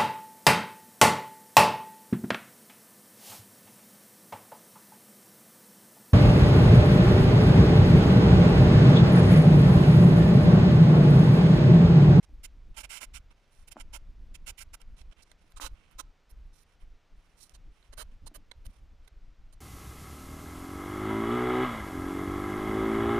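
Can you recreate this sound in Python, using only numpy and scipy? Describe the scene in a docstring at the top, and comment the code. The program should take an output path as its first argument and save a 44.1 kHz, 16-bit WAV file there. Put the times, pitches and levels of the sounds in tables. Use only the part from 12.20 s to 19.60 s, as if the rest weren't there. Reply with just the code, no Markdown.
"""At a towel-covered work table in a furnished room, an emery file rasps over artificial nails in short strokes.
The file works one side of a nail, its tip, then the far side; random grain impacts excite file and nail resonances.
Between strokes file and fingers brush lightly (sparser grains) and nails click (decaying modes with a noise snap).
Scraping, brushing and clicking are heard on the right. Dull knocks (low table modes), handling rumble (low noise
that follows the hands) and the room's hush (steady shaped noise) sit in or near the middle."""
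import sys
import numpy as np
from scipy import signal
from scipy.fft import rfft, irfft, next_fast_len
from scipy.io import wavfile
from scipy.ndimage import uniform_filter1d, map_coordinates

SR = 44100
rng = np.random.default_rng(int(sys.argv[2]) if len(sys.argv) > 2 else 0)


def waveform_to_disk(signal):
    """Save audio, clipped to [-1, 1], as 16-bit WAV at the path in sys.argv[1]."""
    frames = np.transpose(np.atleast_2d(signal))
    scaled = np.clip(frames, -1, 1) * 32767
    samples = np.round(scaled).astype(np.int16)
    wavfile.write(sys.argv[1], SR, samples)


N = 326538  # samples, about 7.4 s


def amp(db):
    """Logarithmic level: decibels to linear gain."""
    return 10 ** (np.asarray(db) / 20)


def unit(x):
    """Normalization: x scaled to rms 1."""
    return x / np.sqrt(np.mean(x ** 2) + 1e-20)


def along(points, hz):
    """Interpolation on a logarithmic frequency axis through points (frequency [Hz], value)."""
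    f, v = np.transpose(points)
    return np.interp(np.log(hz + 1), np.log(f + 1), v)


def coloured(x, curve):
    """Linear filtering in the frequency domain: curve gives the gain [dB] at each frequency [Hz]."""
    n = x.shape[-1]
    padded = next_fast_len(n + SR // 10)
    gain = amp(curve(np.fft.rfftfreq(padded, 1 / SR)))
    return irfft(rfft(x, padded) * gain, padded)[..., :n]


def wobble(n, rate):
    """Slow random modulation: a smooth curve of n samples through `rate` random knots a second."""
    knots = rng.standard_normal(int(n * rate / SR) + 4)
    return map_coordinates(knots, [np.arange(n) * rate / SR])


def ease(u):
    """Raised-sine transition: a smooth step from 0 to 1."""
    return np.sin(np.pi / 2 * np.clip(u, 0, 1)) ** 2


def add(track, s, sound):
    """Superposition: mix a sound into the track at time s [s]."""
    part = track[max(0, round(s * SR)):][:len(sound)]
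    part += sound[:len(part)]


# Spectrum of the room's background: (frequency [Hz], relative density [dB])
HUSH_SPECTRUM = [(40, -16.5), (130, -14), (280, -15.5), (400, -14), (600, -15), (1050, -18), (1480, -18),
                 (1650, -20.5), (2180, -20), (4290, -26.5), (5780, -28.5), (8430, -38.5), (11000, -46.5),
                 (15000, -44.5)]


def hush():
    """Stationary noise: the steady, dull background of the room is shaped white noise."""
    air = unit(coloured(rng.standard_normal(N), lambda hz: along(HUSH_SPECTRUM, hz)))
    return air * amp(-72.0 + 0.065 * wobble(N, rate=11))


def shake(spectrum):
    """Level equalization: low noise divided by its own short-term rms, so its strength is even."""
    noise = coloured(rng.standard_normal(N), lambda hz: along(spectrum, hz))
    return noise / np.sqrt(np.abs(uniform_filter1d(noise ** 2, size=3000)) + 1e-12)


# Spectrum of the swaying table: (frequency [Hz], relative density [dB])
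SWAY_SPECTRUM = [(8, -38), (18, 10), (45, -0.5), (70, -10), (100, -22), (200, -68.5)]
# Spectrum of rubbing on the towel: (frequency [Hz], relative density [dB])
RUB_SPECTRUM = [(45, -24), (80, -1), (110, -6.5), (170, -9.5), (230, -14), (295, -13.5), (370, -24.5),
                (700, -37), (2000, -93)]
# Movements of the hands: (time [s], length [s], sway level before trim [dB], rub level before trim [dB])
MOVES = [(0.097, 0.42, -46.5, -66.5), (0.563, 0.039, -47.5, -69), (0.644, 0.042, -47, -69),
         (0.864, 0.13, -47, -68), (1.049, 0.059, -51, -68.5), (1.397, 0.032, -48.5, -76),
         (1.486, 0.031, -51.5, -67.5), (1.604, 0.71, -45, -66), (2.402, 0.15, -49.5, -68),
         (2.636, 0.1, -45, -67.5), (2.808, 0.086, -46, -68.5), (3.346, 0.051, -46.5, -72),
         (3.454, 0.076, -40, -68), (3.755, 0.035, -47.5, -67.5), (3.829, 0.065, -48.5, -66),
         (4.13, 0.19, -46, -68.5), (4.63, 0.12, -47, -70.5), (4.928, 0.052, -47.5, -66.5),
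         (5.351, 0.16, -47, -66), (5.705, 0.073, -47.5, -68), (5.795, 0.17, -49, -71),
         (6.025, 0.077, -47, -64.5), (6.17, 0.049, -51.5, -67), (6.273, 0.022, -51, -75),
         (6.365, 0.13, -45, -66), (6.589, 0.16, -51, -70), (6.796, 0.061, -50, -71.5),
         (6.935, 0.19, -47.5, -67.5), (7.194, 0.19, -50, -69)]
MOVE_RISE_S, MOVE_FALL_S = 0.025, 0.034  # the hands gather speed before a movement and settle after it
REST_SWAY_DB, REST_RUB_DB = -65.5, -77.5  # hands held almost still
SWAY_TRIM_DB, RUB_TRIM_DB = -1.5, 0.5
UNEVEN_DB = -16.5  # part of the sway with opposite sign in the two ears, relative to the common part
SURGE_DB, SURGES_PER_S = 1.5, 18  # a movement comes in small pushes


def rumble():
    """Amplitude modulation: hand movements set the level of table sway and dull towel rub, in small lumps."""
    t = np.arange(N) / SR
    sway = np.full(N, amp(REST_SWAY_DB))
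    rub = np.full(N, amp(REST_RUB_DB))
    for s, length, sway_db, rub_db in MOVES:
        gathering = ease(1 + (t - s) / MOVE_RISE_S)
        settling = ease(1 + (s + length - t) / MOVE_FALL_S)
        motion = gathering * settling
        sway = np.maximum(sway, amp(sway_db + SWAY_TRIM_DB) * motion)
        rub = np.maximum(rub, amp(rub_db + RUB_TRIM_DB) * motion)
    lumps = amp(2.17 * wobble(N, rate=50) + SURGE_DB * wobble(N, SURGES_PER_S))
    uneven = amp(UNEVEN_DB) * shake(SWAY_SPECTRUM) * np.array([[1], [-1]])
    return lumps * (sway * (shake(SWAY_SPECTRUM) + uneven) + rub * shake(RUB_SPECTRUM))


# Low modes of the table: (frequency [Hz], relative level [dB], 60 dB decay time [s])
THUD_MODES = [(231, -1, 0.07), (292, -1.5, 0.089), (635, -7, 0.036)]
# Brief modes of the contact: (multiple of the tap pitch, relative level [dB], 60 dB decay time [s])
TAP_MODES = [(1, -2, .005), (1.3, -7, 0.0027), (2.4, -16, 0.0021)]
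# Dull knocks through the table: (time [s], relative thud level [dB], relative tap level [dB], tap pitch [Hz])
KNOCKS = [(0.092, -59, -70, 600), (1.5594, -48, -62, 500), (1.5678, -43.5, -26, 715),
          (3.242, -64, -80, 600), (3.399, -52, -27, 1070), (6.115, -54, -64, 500), (6.181, -66, -68, 500)]
TAP_RISE_S = 0.00078  # a padded contact takes a moment to press home


def knocks():
    """Modal decay: a soft bump excites a brief tap and a few low cycles of the table."""
    out, t = np.zeros(N), np.arange(SR // 5) / SR

    def mode(hz, db, t60):
        return amp(db - 60 * t / t60) * np.sin(2 * np.pi * hz * t)

    thud = sum(mode(*row) for row in THUD_MODES)
    for s, thud_db, tap_db, tap_hz in KNOCKS:
        tap = sum(mode(multiple * tap_hz, db, t60) for multiple, db, t60 in TAP_MODES)
        add(out, s, (amp(thud_db) * thud + amp(tap_db) * tap) * ease(t / TAP_RISE_S))
    # the deepest part and the treble are weakened, the upper middle is raised
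    path = [(100, -21.5), (300, 1.0), (2500, 8.0), (4000, 3), (9000, -50)]
    return coloured(out, lambda hz: along(path, hz))


def grit(n, rate, spread_db):
    """Poisson impacts: abrasive grains strike at random moments, each sample with its own random force."""
    hits = rng.poisson(rate / SR, n)
    return np.sqrt(hits) * rng.standard_normal(n) * amp(spread_db * rng.standard_normal(n))


def scrape(grains, spectrum, peaks, body_db, bite_db, air_db, extra_hz, extra_db):
    """Source and resonator: grains ring file and nail; pressure and angle weight body, bite and air."""
    # each new grip retunes the resonances a little
    grip = 1 + .006 * rng.standard_normal()
    # (frequency [Hz], tilt [dB])
    lean = [(400, body_db), (1350, body_db), (2000, bite_db), (3000, bite_db),
            (4200, 0), (8500, 0), (11000, air_db)]
    # each sound has one further broad lift in its colour
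    modes = [*peaks, (extra_hz, extra_hz / 2.1, extra_db)]

    def response(hz):
        lifts = sum(db / (1 + (2 * (hz - grip * centre) / width) ** 2) for centre, width, db in modes)
        return along(spectrum, hz) + lifts + along(lean, hz)

    return unit(coloured(grains, response))


# Modes of a tapped nail: (frequency [Hz], mean relative level [dB], 60 dB decay time [s])
NAIL_MODES = [(570, -9, 0.0083), (965, -15, 0.02), (1580, -12, 0.019), (2080, -4, 0.011),
              (2800, -22, 0.0078), (3480, -5, 0.0088), (3970, -10.5, 0.024), (4240, -8, 0.013),
              (6530, -18, 0.018), (8600, -18.5, 0.018)]
# A nail edge catches or taps: (time [s], relative ring level [dB], relative snap level [dB])
CLICKS = [(0.9637, -43, -55), (1.35, -72, -63), (1.5995, -57, -41), (1.6064, -40, -43),
          (2.6164, -53, -45.5), (2.816, -44.5, -65), (3.1158, -40, -50), (3.321, -48, -57),
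          (5.295, -58, -47), (5.627, -50.5, -76), (6.1627, -64, -40.5), (6.3134, -32.5, -54),
          (6.3163, -30.5, -45), (6.458, -64, -49.5), (6.4654, -65, -41), (6.878, -42, -51.5)]


def clicks():
    """Impulsive excitation: a sharp noise snap and a brief modal ring of the nail, damped by the finger."""
    out, t = np.zeros(N), np.arange(SR // 20) / SR

    def nail_mode(hz, db, t60):
        # the soft fingertip unsettles the ring and blurs its modes
        cycles = hz * t + rng.random() + .06 * wobble(len(t), rate=300)
        return amp(db + rng.normal(0, 1.3) - 60 * t / t60) * np.sin(2 * np.pi * cycles)

    for s, ring_db, snap_db in CLICKS:
        ring = sum(nail_mode(*row) for row in NAIL_MODES)
        snap = scrape(rng.standard_normal(len(t)), SIDE_GRIT, SIDE_PEAKS,
                      body_db=-25, bite_db=-5, air_db=1, extra_hz=5700, extra_db=1.5)
        ring = amp(ring_db) * ring * ease(t / 0.00075)
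        snap = amp(snap_db - 60 * t / 0.01) * snap
        add(out, s, ring + snap)
    return out


# What the grit excites in a light touch: (frequency [Hz], relative density [dB])
BRUSH_GRIT = [(60, 11), (200, -0.5), (450, -8.5), (900, -6.5), (1800, -13), (3500, -11), (6500, -13.5),
              (9800, -12.5), (11500, -14), (15000, -23.5)]
# Resonances in a light touch: (nominal frequency [Hz], width [Hz], lift [dB])
BRUSH_PEAKS = [(324, 23, 1.4), (1260, 430, 6.7), (2300, 500, 1.9), (4070, 210, 3.4), (5590, 120, 12),
               (9500, 870, 7.6)]
# Light brushes of file and fingers: (time [s], length [s], level before trim [dB], body [dB], air [dB])
BRUSHES = [(0.024, 0.033, -52.5, -0.5, -6), (0.541, 0.028, -57.5, 1.5, -6), (1.103, 0.032, -55.5, 6, -6),
           (1.145, 0.21, -68, 5.5, -3), (1.299, 0.17, -61.5, -2, -3), (2.761, 0.074, -54.5, -2.5, -4),
           (2.91, 0.029, -54.5, 3.5, -13), (2.959, 0.078, -56, 4, -8), (3.02, 0.024, -54, -16.5, -8),
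           (3.049, 0.095, -62, -1, -10), (3.17, 0.16, -64, 3.5, -5), (3.299, 0.034, -62, 3, 8),
           (3.523, 0.27, -59.5, 6.5, -8), (3.707, 0.029, -60, 3, 6), (4.091, 0.038, -58, -5.5, 9.5),
           (4.321, 0.12, -59.5, -6.5, -1), (4.413, 0.03, -61.5, -9, 5), (4.445, 0.13, -67.5, 1, -4),
           (4.594, 0.063, -60.5, 6, -1), (4.943, 0.32, -66.5, 2, -3), (5.162, 0.14, -57, -11.5, -2),
           (5.198, 0.055, -48.5, -18.5, -1.5), (5.293, 0.041, -61, -2, -3), (5.505, 0.21, -63, 2, -3.5),
           (5.91, 0.04, -62, 8, -6), (6.485, 0.13, -62.5, -0.5, -3), (6.823, 0.054, -65.5, 4, -5),
           (6.874, 0.013, -55.5, -4, 5)]
BRUSH_BITE_DB = 5.5  # bite relative to body
FLUTTER_DB, FLUTTERS_PER_S = 0.1, 22.3  # a very slight, slower unevenness of the touch
# a brush lands anywhere: centre, random scatter and size of its extra broad lift
BRUSH_HZ, BRUSH_OCTAVES, BRUSH_LIFT_DB = 2410, 0.92, 3


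def brushes():
    """Sparse excitation: a light touch meets fewer grains and slides unevenly."""
    out = np.zeros(N)
    for s, length, db, body_db, air_db in BRUSHES:
        t = np.arange(int(length * SR)) / SR
        slide_db = 2.3 * wobble(len(t), rate=107.6) + FLUTTER_DB * wobble(len(t), FLUTTERS_PER_S)
        grains = grit(len(t), rate=14000, spread_db=2.5) * amp(slide_db)
        touch = ease(t / (0.18 * length)) * ease((length - t) / (0.32 * length))
        extra_hz = BRUSH_HZ * 2 ** (BRUSH_OCTAVES * rng.standard_normal())
        colour = body_db, body_db + BRUSH_BITE_DB, air_db, extra_hz, BRUSH_LIFT_DB
        add(out, s, amp(db) * touch * scrape(grains, BRUSH_GRIT, BRUSH_PEAKS, *colour))
    return out


# What the grit excites on the near side of a nail: (frequency [Hz], relative density [dB])
SIDE_GRIT = [(60, -23), (200, -13.5), (450, -21.5), (900, -12.5), (1800, -20), (3500, -8.5), (6500, -10.5),
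             (9800, -1), (11500, -11.5), (15000, -14)]
# The same at the tip: (frequency [Hz], relative density [dB])
TIP_GRIT = [(60, -30), (200, -8.5), (450, -10.5), (900, -6.5), (1800, -3.5), (3500, -7.5), (6500, 0.5),
            (9800, 3.5), (11500, -6.5), (15000, -4.5)]
# The same on the far side: (frequency [Hz], relative density [dB])
FAR_GRIT = [(60, 5.5), (200, -4.5), (450, -2), (900, -6), (1800, -2), (3500, -11), (6500, -4),
            (9800, -11.5), (11500, -4), (15000, -11)]
# Resonances of file and nail on the near side: (nominal frequency [Hz], width [Hz], lift [dB])
SIDE_PEAKS = [(308, 150, 8.5), (593, 170, 10.5), (860, 110, 11), (1053, 98, 7), (1356, 118, 13.5),
              (1585, 330, 13), (2083, 320, 13.5), (2390, 420, 10.5), (2893, 620, 13), (5450, 890, 8),
              (7140, 920, 8.5)]
# The same at the tip: (nominal frequency [Hz], width [Hz], lift [dB])
TIP_PEAKS = [(298, 20, 21.5), (528, 220, 12.4), (872, 100, 17.7), (1056, 160, 11), (1334, 290, 15.2),
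             (2400, 93, 6.7), (2930, 1100, 9.3), (3940, 490, 11.7)]
# The same on the far side: (nominal frequency [Hz], width [Hz], lift [dB])
FAR_PEAKS = [(624, 160, 8.7), (903, 37, 12.5), (1116, 310, 6.4), (1640, 59, 4.7), (3010, 390, 11.3),
             (4080, 920, 12), (7530, 130, 6.6), (9480, 1100, 17)]
# Firm strokes: (time [s], length [s], level before trim [dB], body [dB], bite [dB], air [dB],
# nominal centre of one extra broad lift in the stroke's colour [Hz])
STROKES = [(0.228, 0.042, -40, -7, -1, 1.5, 440), (0.559, 0.05, -38.5, 0, 0.5, -0.5, 910),
           (0.588, 0.041, -40.5, 1, -6, 1, 2660), (0.625, 0.042, -40.5, 3, 4, -2, 610),
           (0.688, 0.11, -40.5, -3.5, 0.5, -0.5, 1200), (0.776, 0.034, -50.5, 8, 5, -5, 1060),
           (0.8, 0.06, -38.5, 1.5, -2, 0, 1870), (0.931, 0.062, -43, -4, 0.5, -2.5, 1220),
           (1.469, 0.031, -46.5, -1, 0.5, 3.5, 420), (1.506, 0.034, -42.5, -4, 0.5, 2.5, 667),
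           (1.562, 0.052, -53.5, 18.5, 5, -5, 696), (1.591, 0.04, -45, 7, 5, -4, 10600),
           (1.723, 0.059, -41, 2.5, 0, 1, 900), (2.137, 0.033, -42, -6, 0.5, -1, 1050),
           (2.258, 0.061, -38.5, -0.5, -5.5, 1.5, 2770), (2.371, 0.04, -42.5, -8.5, 2.5, 3.5, 1070),
           (2.395, 0.046, -41, -5.5, -2, 2, 1460), (2.527, 0.035, -40, 0, -1, 2.5, 1190),
           (2.594, 0.043, -58.5, 12, 8.5, 2, 525), (3.357, 0.038, -45.5, -5, -1.5, -7, 1260),
           (3.397, 0.09, -37.5, 2, 2.5, 0.5, 5660), (3.778, 0.042, -35, 1.5, 0.5, 1.5, 6150),
           (5.333, 0.041, -54.5, -6.5, -1.5, -10, 895), (5.721, 0.028, -43.5, 1.5, -1, -6, 1790),
           (5.767, 0.072, -40.5, -1.5, -1, -0.5, 1400), (6.057, 0.033, -41, -4, -8, -6.5, 900),
           (6.137, 0.041, -44, 7, 5, 8.5, 7750), (6.445, 0.034, -51.5, 3, -1, 6, 2900),
           (7.32, 0.032, -55.5, 2, -3, -1, 8000)]
TIP_FROM_S, FAR_FROM_S = 3, 5  # the file moves on to the tip, then to the far side
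RISE_S, FALL_S = .02, 0.022  # the file bears down (at the usual level), the file lifts
RISE_GROWS, USUAL_DB = 0.19, -43.5  # a stroke firmer than usual takes longer to bear down [dB per dB]
EXTRA_LIFT_DB = 6.5  # size of the extra broad lift


def strokes():
    """Friction excitation: grain noise swells as the file bears down, chatters slightly and stops as it lifts."""
    out = np.zeros(N)
    for s, length, db, *colour in STROKES:
        t = np.arange(int(length * SR)) / SR
        if s < TIP_FROM_S:
            place = SIDE_GRIT, SIDE_PEAKS
        elif s < FAR_FROM_S:
            place = TIP_GRIT, TIP_PEAKS
        else:
            place = FAR_GRIT, FAR_PEAKS
        chatter = amp(1.1 * wobble(len(t), rate=700))
        grains = grit(len(t), rate=90000, spread_db=1) * chatter
        rise = RISE_S * amp(RISE_GROWS * (db - USUAL_DB))
        pressure = ease(t / rise) * ease((length - t) / FALL_S)
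        add(out, s, amp(db) * pressure * scrape(grains, *place, *colour, EXTRA_LIFT_DB))
    return out


# Reverberation of the furnished room: (frequency [Hz], 60 dB decay time [s])
ROOM_DECAY = [(300, 0.99), (3000, 0.42), (8000, 0.14), (15000, 0.13)]


def room(x, near_db, tail_db):
    """Convolution: jars and table reflect within a few milliseconds; the furnished room answers faintly."""
    near = np.zeros(SR // 2)
    near[rng.integers(SR // 700, SR // 160, size=8)] = rng.choice([-1, 1], size=8)
    # the tail is noise that dies away at its own rate in each frequency band
    hz, t, bands = signal.stft(rng.standard_normal(SR // 2), SR, nperseg=256)
    decay = amp(-60 * t / along(ROOM_DECAY, hz)[:, None])
    tail = signal.istft(bands * decay, SR, nperseg=256)[1][:SR // 2]
    answer = amp(near_db) * near / np.linalg.norm(near) + amp(tail_db) * tail / np.linalg.norm(tail)
    return x + signal.fftconvolve(x, answer)[:N]


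def scene():
    """Superposition: scraping, brushing and clicking on the right; knocks, rumble and hush alike in both ears,
    but for a small uneven part of the rumble."""
    touches = amp(0.62) * strokes() + amp(-2.86) * brushes() + clicks()
    filing = room(touches, near_db=-14, tail_db=-28.5)
    return np.array([amp(-55) * filing, filing]) + knocks() + rumble() + hush()


TOP_HZ = 15150  # start of the treble cut


def record(dry):
    """Band limitation: the gain falls smoothly by 80 dB over the 1500 Hz above the limit."""
    return coloured(dry, lambda hz: -80 * ease((hz - TOP_HZ) / 1500))


dry = scene()
out = record(dry)
waveform_to_disk(out)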